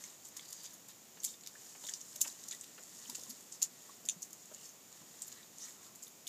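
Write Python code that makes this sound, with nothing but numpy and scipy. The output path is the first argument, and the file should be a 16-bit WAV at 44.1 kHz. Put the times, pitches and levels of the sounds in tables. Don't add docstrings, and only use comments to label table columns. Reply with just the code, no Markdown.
import sys
import numpy as np
from scipy import signal
from scipy.fft import rfft, irfft
from scipy.io import wavfile
from scipy.ndimage import uniform_filter1d

SR = 44100
rng = np.random.default_rng(int(sys.argv[2]) if len(sys.argv) > 2 else 0)


def put_to_file(sound):
    columns = np.atleast_2d(sound).T
    safe = np.clip(columns, -1, 1)
    whole_steps = np.round(safe * 32767)
    wavfile.write(sys.argv[1], SR, whole_steps.astype(np.int16))


N = 276948
TIME = np.arange(N) / SR
# (frequency [Hz], width [Hz], gain [dB])
SIZZLE_MODES = [(11900, 3800, 1), (12830, 640, 3), (14100, 2900, -4.5)]


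def from_db(db):
    return 10 ** (np.asarray(db) / 20)


def rms_one(x):
    return x / np.sqrt(np.mean(x ** 2) + 1e-20)


def peak_one(x, size=88):
    return x / np.sqrt(uniform_filter1d(x ** 2, size, mode="constant").max() + 1e-20)


def add(out, at_s, sound):
    start = int(np.clip(round(at_s * SR), 0, N - 1))
    out[start:start + len(sound)] += sound[:N - start]


def band(x, low_hz, high_hz, order=2):
    edges_hz = [low_hz, min(high_hz, SR / 2 - 1000)]
    return signal.sosfilt(signal.butter(order, edges_hz, "band", fs=SR, output="sos"), x + 1e-18)


def resonate(x, modes):
    out = 0
    for k, (hz, width_hz, db) in enumerate(modes):
        radius = np.exp(-np.pi * width_hz / SR)
        poles = [1, -2 * radius * np.cos(2 * np.pi * hz / SR), radius ** 2]
        gain = (-1) ** k * from_db(db) * (1 - radius ** 2) / 2
        out = out + gain * signal.lfilter([1, 0, -1], poles, x + 1e-18)
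    return out


def wet_colours(snaps):
    # (frequency [Hz], width [Hz], gain [dB])
    bright_modes = [(5100, 3140, -13), (6628, 920, -1), (6950, 556, 2.5), (7252, 610, -1),
                    (8340, 2260, -12.5)]
    body_modes = [(2300, 2650, -2.5), (2950, 570, 4), (3655, 470, 7.5), (4780, 3000, -0.5)]
    return (band(resonate(snaps, bright_modes), 4250, 9160),
            band(resonate(snaps, SIZZLE_MODES), 9000, 14340),
            band(resonate(snaps, body_modes), 1800, 5160))


def beads(size, per_s, spread_db, width_hz=1300, pitch_count=14):
    strengths = from_db(spread_db * np.minimum(rng.exponential(1, size), 3)) * rng.choice([-1, 1], size)
    bursts = strengths * (rng.random(size) < per_s / SR)
    pitch_index = rng.integers(0, pitch_count, size)
    return sum(resonate(bursts * (pitch_index == k), [(hz, width_hz, 0)])
               for k, hz in enumerate(np.linspace(1500, 14500, pitch_count)))


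def hiss(level_db=-58.5):
    # (frequency [Hz], relative density [dB])
    tone_curve = [(15, -57), (25, -22), (64, -21), (113, -5.5), (193, 1), (507, -5), (629, -5), (1410, -11),
                  (1650, -12.5), (1840, -11), (4470, -11), (7060, -6), (9750, -16), (12800, -10.5),
                  (15400, -14.5)]
    points_hz, points_db = np.transpose(tone_curve)
    hz = np.maximum(np.arange(N // 2 + 1) * SR / N, 1)
    gains = from_db(np.interp(np.log(hz), np.log(points_hz), points_db))
    noise = irfft(rfft(rng.standard_normal(N)) * gains, N)
    return from_db(level_db) * rms_one(noise + resonate(noise, [(6960, 700, -0.93)]))


def surroundings(x, t60_s=0.086, first_echo_s=0.0008, wet_db=-8, head_positions=24):
    t, scattered = TIME[:SR // 4], np.zeros(N)
    envelope = from_db(-60 * t / t60_s) * np.clip(t / first_echo_s - 1, 0, 1)
    for stretch in np.array_split(np.arange(N), head_positions):
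        tail = rng.standard_normal(len(t)) * envelope
        add(scattered, stretch[0] / SR, signal.fftconvolve(x[stretch], tail / np.linalg.norm(tail)))
    return x + from_db(wet_db) * scattered


def ticks(count=12, softest_db=-56, spread_db=3, snap_s=0.0047, top_db=-9, body_db=-14):
    out, t = np.zeros(N), TIME[:SR // 60]
    for when, size, sizzle in rng.random((count, 3)):
        snap = rng.standard_normal(len(t)) * np.exp(-t / snap_s)
        bright, top, body = map(peak_one, wet_colours(snap))
        tick = bright + from_db(top_db) * 2 * sizzle * top + from_db(body_db) * body
        add(out, when * N / SR, from_db(softest_db + spread_db * size) * tick)
    return out


def knocks(decay_s=0.01, attack_s=0.00084, band_ratio=2.46):
    # (time [s], band centre [Hz], level [dB])
    bites = [(1.170, 1530, -59.5), (1.750, 1200, -58), (1.838, 378, -58.5), (2.253, 639, -56),
             (2.284, 800, -62.5), (2.509, 900, -63.5), (2.779, 1115, -55.5), (3.125, 182, -59.5),
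             (3.181, 283, -58), (3.222, 219, -62), (3.262, 229, -66), (3.619, 601, -60.5),
             (4.041, 236, -61), (4.511, 748, -60.5), (4.514, 129, -62), (5.014, 399, -64)]
    out, t = np.zeros(N), TIME[:SR // 15]
    for at_s, hz, db in bites:
        crush = rng.standard_normal(len(t)) * (1 - np.exp(-t / attack_s)) * np.exp(-t / decay_s)
        thud = band(crush, hz / band_ratio, hz * band_ratio)
        add(out, at_s, from_db(db) * peak_one(thud, size=440))
    return band(out, 114, 7800, order=3)


def slurps(flutter_per_s=70, flutter_db=3, pitch_wobble=0.0162):
    # (start [s], length [s], first pitch [Hz], last pitch [Hz], width [Hz], level [dB])
    slides = [(0.41, 0.2, 4600, 4800, 400, -64), (0.57, 0.115, 4800, 4600, 360, -59),
              (0.53, 0.11, 6200, 6430, 700, -59), (2.24, 0.023, 2900, 2510, 1800, -52.5),
              (5.266, 0.17, 1800, 1857, 600, -69), (5.601, 0.056, 5600, 6500, 1000, -50.5),
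              (5.62, 0.09, 2100, 1950, 500, -69), (5.738, 0.24, 1200, 1103, 370, -71.5),
              (4.556, 0.13, 2750, 3020, 370, -70.5), (5.244, 0.19, 4200, 3950, 400, -70.5),
              (4.098, 0.032, 5600, 7000, 1200, -50)]
    out = np.zeros(N)
    for at_s, length_s, first_hz, last_hz, width_hz, db in slides:
        progress = np.linspace(0, 1, int(length_s * SR))
        white = rng.standard_normal((2, SR // 2))[:, :len(progress)]
        noise_a, noise_b = signal.sosfilt(signal.butter(2, width_hz / 2, fs=SR, output="sos"), white)
        grip = np.interp(progress * length_s * flutter_per_s, np.arange(SR), rng.standard_normal(SR))
        pitch_hz = (first_hz + (last_hz - first_hz) * progress) * (1 + pitch_wobble * grip)
        phase = 2 * np.pi * np.cumsum(pitch_hz) / SR
        friction = noise_a * np.cos(phase) + noise_b * np.sin(phase)
        swell = np.sqrt(np.abs(np.sin(np.pi * progress)))
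        add(out, at_s, from_db(db) * swell * rms_one(from_db(flutter_db * grip) * friction))
    return out


def pops(attack_cycles=0.66, pitch_rise=0.043, squish_db=-2, band_ratio=1.154):
    # (time [s], pitch [Hz], level [dB], ring time [s])
    pockets = [(0.039, 2220, -58, 0.004), (0.268, 7600, -49, 0.0022), (0.393, 2180, -56, 0.0026),
               (0.395, 3400, -49, 0.0013), (1.202, 6460, -46.5, 0.003), (1.277, 3660, -54, 0.019),
               (1.340, 3640, -55, 0.0033), (1.553, 1695, -55.5, 0.0046), (1.850, 3660, -50.5, 0.0048),
               (1.890, 1880, -50, 0.003), (1.888, 3430, -45.5, 0.0036), (2.159, 600, -63, 0.008),
               (2.255, 920, -56, 0.0062), (2.299, 3990, -54, 0.0038), (2.526, 3430, -48.5, 0.0017),
               (2.534, 1930, -54, 0.0037), (2.786, 610, -60, 0.009), (3.056, 3050, -53, 0.0027),
               (3.151, 2780, -53, 0.0036), (3.088, 233.4, -51.5, 0.014), (3.094, 960, -56, 0.0077),
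               (3.283, 237, -57.5, 0.024), (3.892, 1104, -54.5, 0.005), (4.162, 172, -54.5, 0.0089),
               (4.512, 530, -57, 0.0073), (5.008, 148, -56, 0.0071), (4.654, 5530, -53, 0.0043),
               (4.691, 6300, -51.5, 0.0041), (5.219, 7500, -41.5, 0.0023), (5.430, 3800, -58, 0.003),
               (6.069, 3590, -57.5, 0.0079), (6.269, 3580, -45.5, 0.0039)]
    out, t = np.zeros(N), TIME[:SR // 10]
    for at_s, hz, db, decay_s in pockets:
        pitch_hz = hz * (1 + pitch_rise * (np.tanh(t / decay_s) - .5))
        ring = np.sqrt(2) * np.sin(2 * np.pi * np.cumsum(pitch_hz) / SR)
        squish = rms_one(band(rng.standard_normal(len(t)), hz / band_ratio, hz * band_ratio))
        envelope = (1 - np.exp(-t * hz / attack_cycles)) * np.exp(-t / decay_s)
        pop = (ring + from_db(squish_db) * squish) * envelope
        add(out, at_s, from_db(db) * peak_one(pop, size=200))
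    return band(out, 130, 9100)


def tongue_pressure(press_share=0.47, resting_crackle_db=-71.5, resting_body_db=-82.5):
    # (firmest moment [s], length [s], crackle [dB], body re crackle [dB])
    strokes = [(0.025, 0.24, -54, -8.5), (0.26, 0.08, -58, -21), (0.39, 0.13, -58.5, -5),
               (0.6, 0.36, -57, -7), (0.902, 0.034, -56, -4), (1.28, 0.11, -47.5, -24),
               (1.66, 0.28, -54.5, -14.5), (1.882, 0.2, -50, -13), (2.097, 0.21, -54.5, -13),
               (2.26, 0.11, -47, -15), (2.53, 0.043, -50.5, -16), (2.45, 0.73, -56, -10),
               (2.989, 0.43, -56.5, -10.5), (3.171, 0.55, -53.5, -11), (3.546, 0.059, -53.5, -15),
               (3.637, 0.058, -48.5, -12), (3.863, 0.33, -59, -9), (4.104, 0.081, -54.5, -10.5),
               (4.238, 0.052, -52.5, -24), (4.416, 0.1, -59.5, -22), (4.55, 0.16, -60, -8),
               (4.65, 0.11, -54.5, -13), (4.979, 0.12, -60, -6), (5.198, 0.33, -58, -9.5),
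               (5.355, 0.24, -61, -5), (5.655, 0.18, -52, -10), (5.849, 0.084, -57.5, -8),
               (6.044, 0.048, -57, -23)]
    crackle_power, body_power = from_db(resting_crackle_db) ** 2, from_db(resting_body_db) ** 2
    for at_s, length_s, db, body_db in strokes:
        reach_s = length_s * np.where(TIME < at_s, press_share, 1 - press_share)
        power = from_db(db) ** 2 * np.exp(-2 * np.minimum(((TIME - at_s) / reach_s) ** 2, 20))
        crackle_power = crackle_power + power
        body_power = body_power + from_db(body_db) ** 2 * power
    return np.sqrt(crackle_power), np.sqrt(body_power)


def licking(rub_db=-0.5, top_db=-10, crackle_trim_db=-1.5, body_trim_db=-2, throat_db=-4):
    crackle_gain, body_gain = tongue_pressure()
    friction = rms_one(beads(N, per_s=1200, spread_db=2)) + from_db(rub_db) * rng.standard_normal(N)
    bright, top, body = map(rms_one, wet_colours(friction))
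    crackle = bright + from_db(top_db) * top
    throat = rms_one(resonate(friction, [(1050, 270, -0.47), (1876, 210, -0.53)]))
    rustle = body + from_db(throat_db) * throat
    return from_db(crackle_trim_db) * crackle_gain * crackle + from_db(body_trim_db) * body_gain * rustle


def clacks(contact_s=0.00045, crack_db=-9, crack_s=0.00081, knock_db=-10):
    # (time [s], level [dB], pitch [ratio to the modes])
    strikes = [(4.0873, -26, 1.0), (4.096, -29.5, 0.95)]
    # (frequency [Hz], relative level [dB], ring time [s])
    tooth_modes = [(3000, -9, 0.0014), (3640, -10, 0.0017), (6490, -1.5, 0.0026), (7200, -1, 0.0034),
                   (9230, -14, 0.0027)]
    out, t = np.zeros(N), TIME[:SR // 25]
    for at_s, db, pitch in strikes:
        modes = sum(from_db(mode_db) * np.sin(2 * np.pi * hz * pitch * t) * np.exp(-t / decay_s)
                    for hz, mode_db, decay_s in tooth_modes)
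        ring = peak_one(modes * (1 - np.exp(-t / contact_s)))
        burst = rng.standard_normal(len(t)) * np.exp(-t / crack_s)
        crack = from_db(crack_db) * peak_one(band(burst, 5800, 11000))
        knock = from_db(knock_db) * peak_one(band(burst, 2700, 3960, order=3))
        add(out, at_s, from_db(db) * (ring + crack + knock))
    return out


def smacks(tear_s=0.0005, tear_share=0.14, attack_s=0.00032, straggle_s=0.015, straggle_db=-21.5,
           gap_width_hz=1400, gap_db=8.5, fizz_db=-9, fizz_s=0.009):
    # (time [s], gap pitch [Hz], bright level [dB],
    # sizzle re bright [dB], body re bright [dB], peeling time beforehand [s])
    films = [(0.039, 6330, -42.5, -19, -11, 0.0014), (0.2522, 6900, -47, -9, -19, 0.0036),
             (0.2867, 6330, -54, -2, -20, 0.0037), (0.3668, 6900, -43.5, -8, -13, 0.00072),
             (0.371, 6900, -42, -9.5, -13, 0.0029), (0.4556, 4610, -51, -18, -9, 0.0041),
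             (0.4865, 6880, -48, -11, -21, 0.006), (0.507, 6870, -50, -3, -20, 0.0044),
             (0.5282, 6830, -41, -8, -14, 0.0028), (0.634, 7160, -51, -2, -12, 0.0011),
             (0.646, 6440, -49, -18, -14, 0.0074), (0.655, 6600, -44.5, -15, -13, 0.014),
             (0.6608, 6480, -45.5, -19, -7, 0.0099), (0.739, 6570, -50, -3.5, -22, 0.0062),
             (0.8857, 7390, -50.5, -3, -16, 0.0022), (1.234, 7270, -40, -8, -10, 0),
             (1.247, 7200, -29.5, -6, -17, 0.0055), (1.2625, 6195, -40, -17, -14, 0.0034),
             (1.4352, 7240, -50.5, -18, -4, 0), (1.4623, 5000, -45, -13, -5, 0.0009),
             (1.4722, 5000, -40, -8, -10, 0.001), (1.839, 6970, -45.5, -14, -4, 0.001),
             (1.868, 6920, -44, -11, -8, 0.0026), (1.874, 6350, -41.5, -15, -15, 0.006),
             (1.8922, 6680, -36.5, -20, -28, 0.0082), (1.9372, 5600, -34, -27, -15, 0.0013),
             (2.0116, 6420, -43.5, -17, -15, 0.0047), (2.1608, 6290, -42, -6, -10.5, 0.0028),
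             (2.2072, 7190, -39, -6, -7, 0), (2.212, 7140, -31, -6, -11.5, 0),
             (2.2156, 7180, -22.5, -7.5, -23.5, 0.0026), (2.278, 7120, -38, -10, -14, 0.005),
             (2.4373, 6340, -45.5, -24, -18, 0.0074), (2.4857, 6740, -40, -11, -23, 0.0033),
             (2.511, 6700, -39, -17, -11, 0.0021), (2.5198, 6880, -43, -20, -5, 0),
             (2.5483, 6830, -47, -18, -10, 0.0012), (2.611, 8080, -40.5, -23, -31, 0.0017),
             (2.6408, 6300, -51, -8, -3, 0.0051), (2.834, 8000, -47.5, -15, -30, 0.0088),
             (3.098, 5190, -39.5, -5.5, -11, 0.0017), (3.1518, 7390, -37.5, -22, -14, 0.0047),
             (3.157, 6900, -47, -5, -9, 0.0025), (3.194, 4910, -49, -8, -10, 0.015),
             (3.2346, 6200, -43, -10, -15, 0.00003), (3.3, 6760, -45, -1.5, -13, 0.0061),
             (3.307, 5400, -43, -9, -15, 0.006), (3.5236, 7260, -42, -29, -19, 0.0027),
             (3.6177, 6800, -36, -17, -13, 0.0015), (3.6229, 6790, -29, -14, -12.5, 0.00019),
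             (3.6273, 6700, -22.5, -14.5, -20.5, 0.0016), (4.053, 6860, -47.5, -6, -13, 0.000076),
             (4.06, 6950, -45, -10, -25, 0.0048), (4.227, 6680, -37, -11.5, -28, 0.0074),
             (4.3302, 7060, -45, -8, -30, 0.0011), (4.4563, 6840, -51, -12, -24, 0.002),
             (4.545, 7000, -43.5, -16, -20, 0.0078), (4.657, 6600, -49.5, -12, -13, 0.0026),
             (4.926, 6740, -48.5, -20, -13, 0.00022), (5.22, 7900, -37, -13, -17, 0),
             (5.2267, 7680, -47, -12, -26, 0.00058), (5.2788, 6990, -47.5, -2.5, -23, 0.0096),
             (5.324, 6420, -44.5, -14, -10, 0.0065), (5.583, 6660, -45.5, -14, -22, 0.00041),
             (5.956, 7630, -49.5, -7, -27, 0.0062), (6.0272, 7170, -44, -21, -29, 0.0048),
             (6.035, 6950, -47.5, -4, -23, 0.003), (6.0782, 6220, -53.5, -1.5, -19, 0.013),
             (6.2749, 7010, -40, -7, -12, 0.0064)]
    # (peeling time still to go [share], level change [dB], extra sizzle [dB], extra body [dB])
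    peel_steps = [(0.97, -8, 5, 4.5), (0.63, -7, -0.5, 0.5)]
    peels = [(at_s - peel_s * share, hz, db + step_db, top_db + extra_top_db, body_db + extra_body_db, 0)
             for at_s, hz, db, top_db, body_db, peel_s in films if peel_s > 2 * tear_s
             for share, step_db, extra_top_db, extra_body_db in peel_steps]
    out, t = np.zeros(N), TIME[:SR // 30]
    for at_s, gap_hz, db, top_db, body_db, peel_s in films + peels:
        length_s = tear_s + tear_share * peel_s
        envelope = np.exp(-(t / (2 * length_s)) ** 2) * (1 - np.exp(-t / attack_s))
        tear = rng.standard_normal(len(t)) * envelope
        stragglers = rms_one(beads(len(t), per_s=1600, spread_db=1.8)) * np.exp(-t / straggle_s)
        bright, top, body = wet_colours(tear + from_db(straggle_db) * stragglers)
        gap_ring = resonate(bright, [(gap_hz, gap_width_hz, gap_db)])
        foam = peak_one(resonate(stragglers * np.exp(-t / fizz_s), SIZZLE_MODES))
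        sizzle = peak_one(top) + from_db(fizz_db + min(top_db, 0) / 2) * foam
        smack = peak_one(bright + gap_ring) + from_db(top_db) * sizzle + from_db(body_db) * peak_one(body)
        add(out, at_s, from_db(db) * smack)
    return out


def scene():
    mouth = smacks() + clacks() + ticks() + pops() + knocks() + slurps() + licking()
    mono = surroundings(mouth) + hiss()
    return np.array([mono, mono])


def record(dry, cutoff_hz=15330):
    return signal.sosfilt(signal.ellip(12, .1, 70, cutoff_hz, fs=SR, output="sos"), dry)


dry = scene()
out = record(dry)
put_to_file(out)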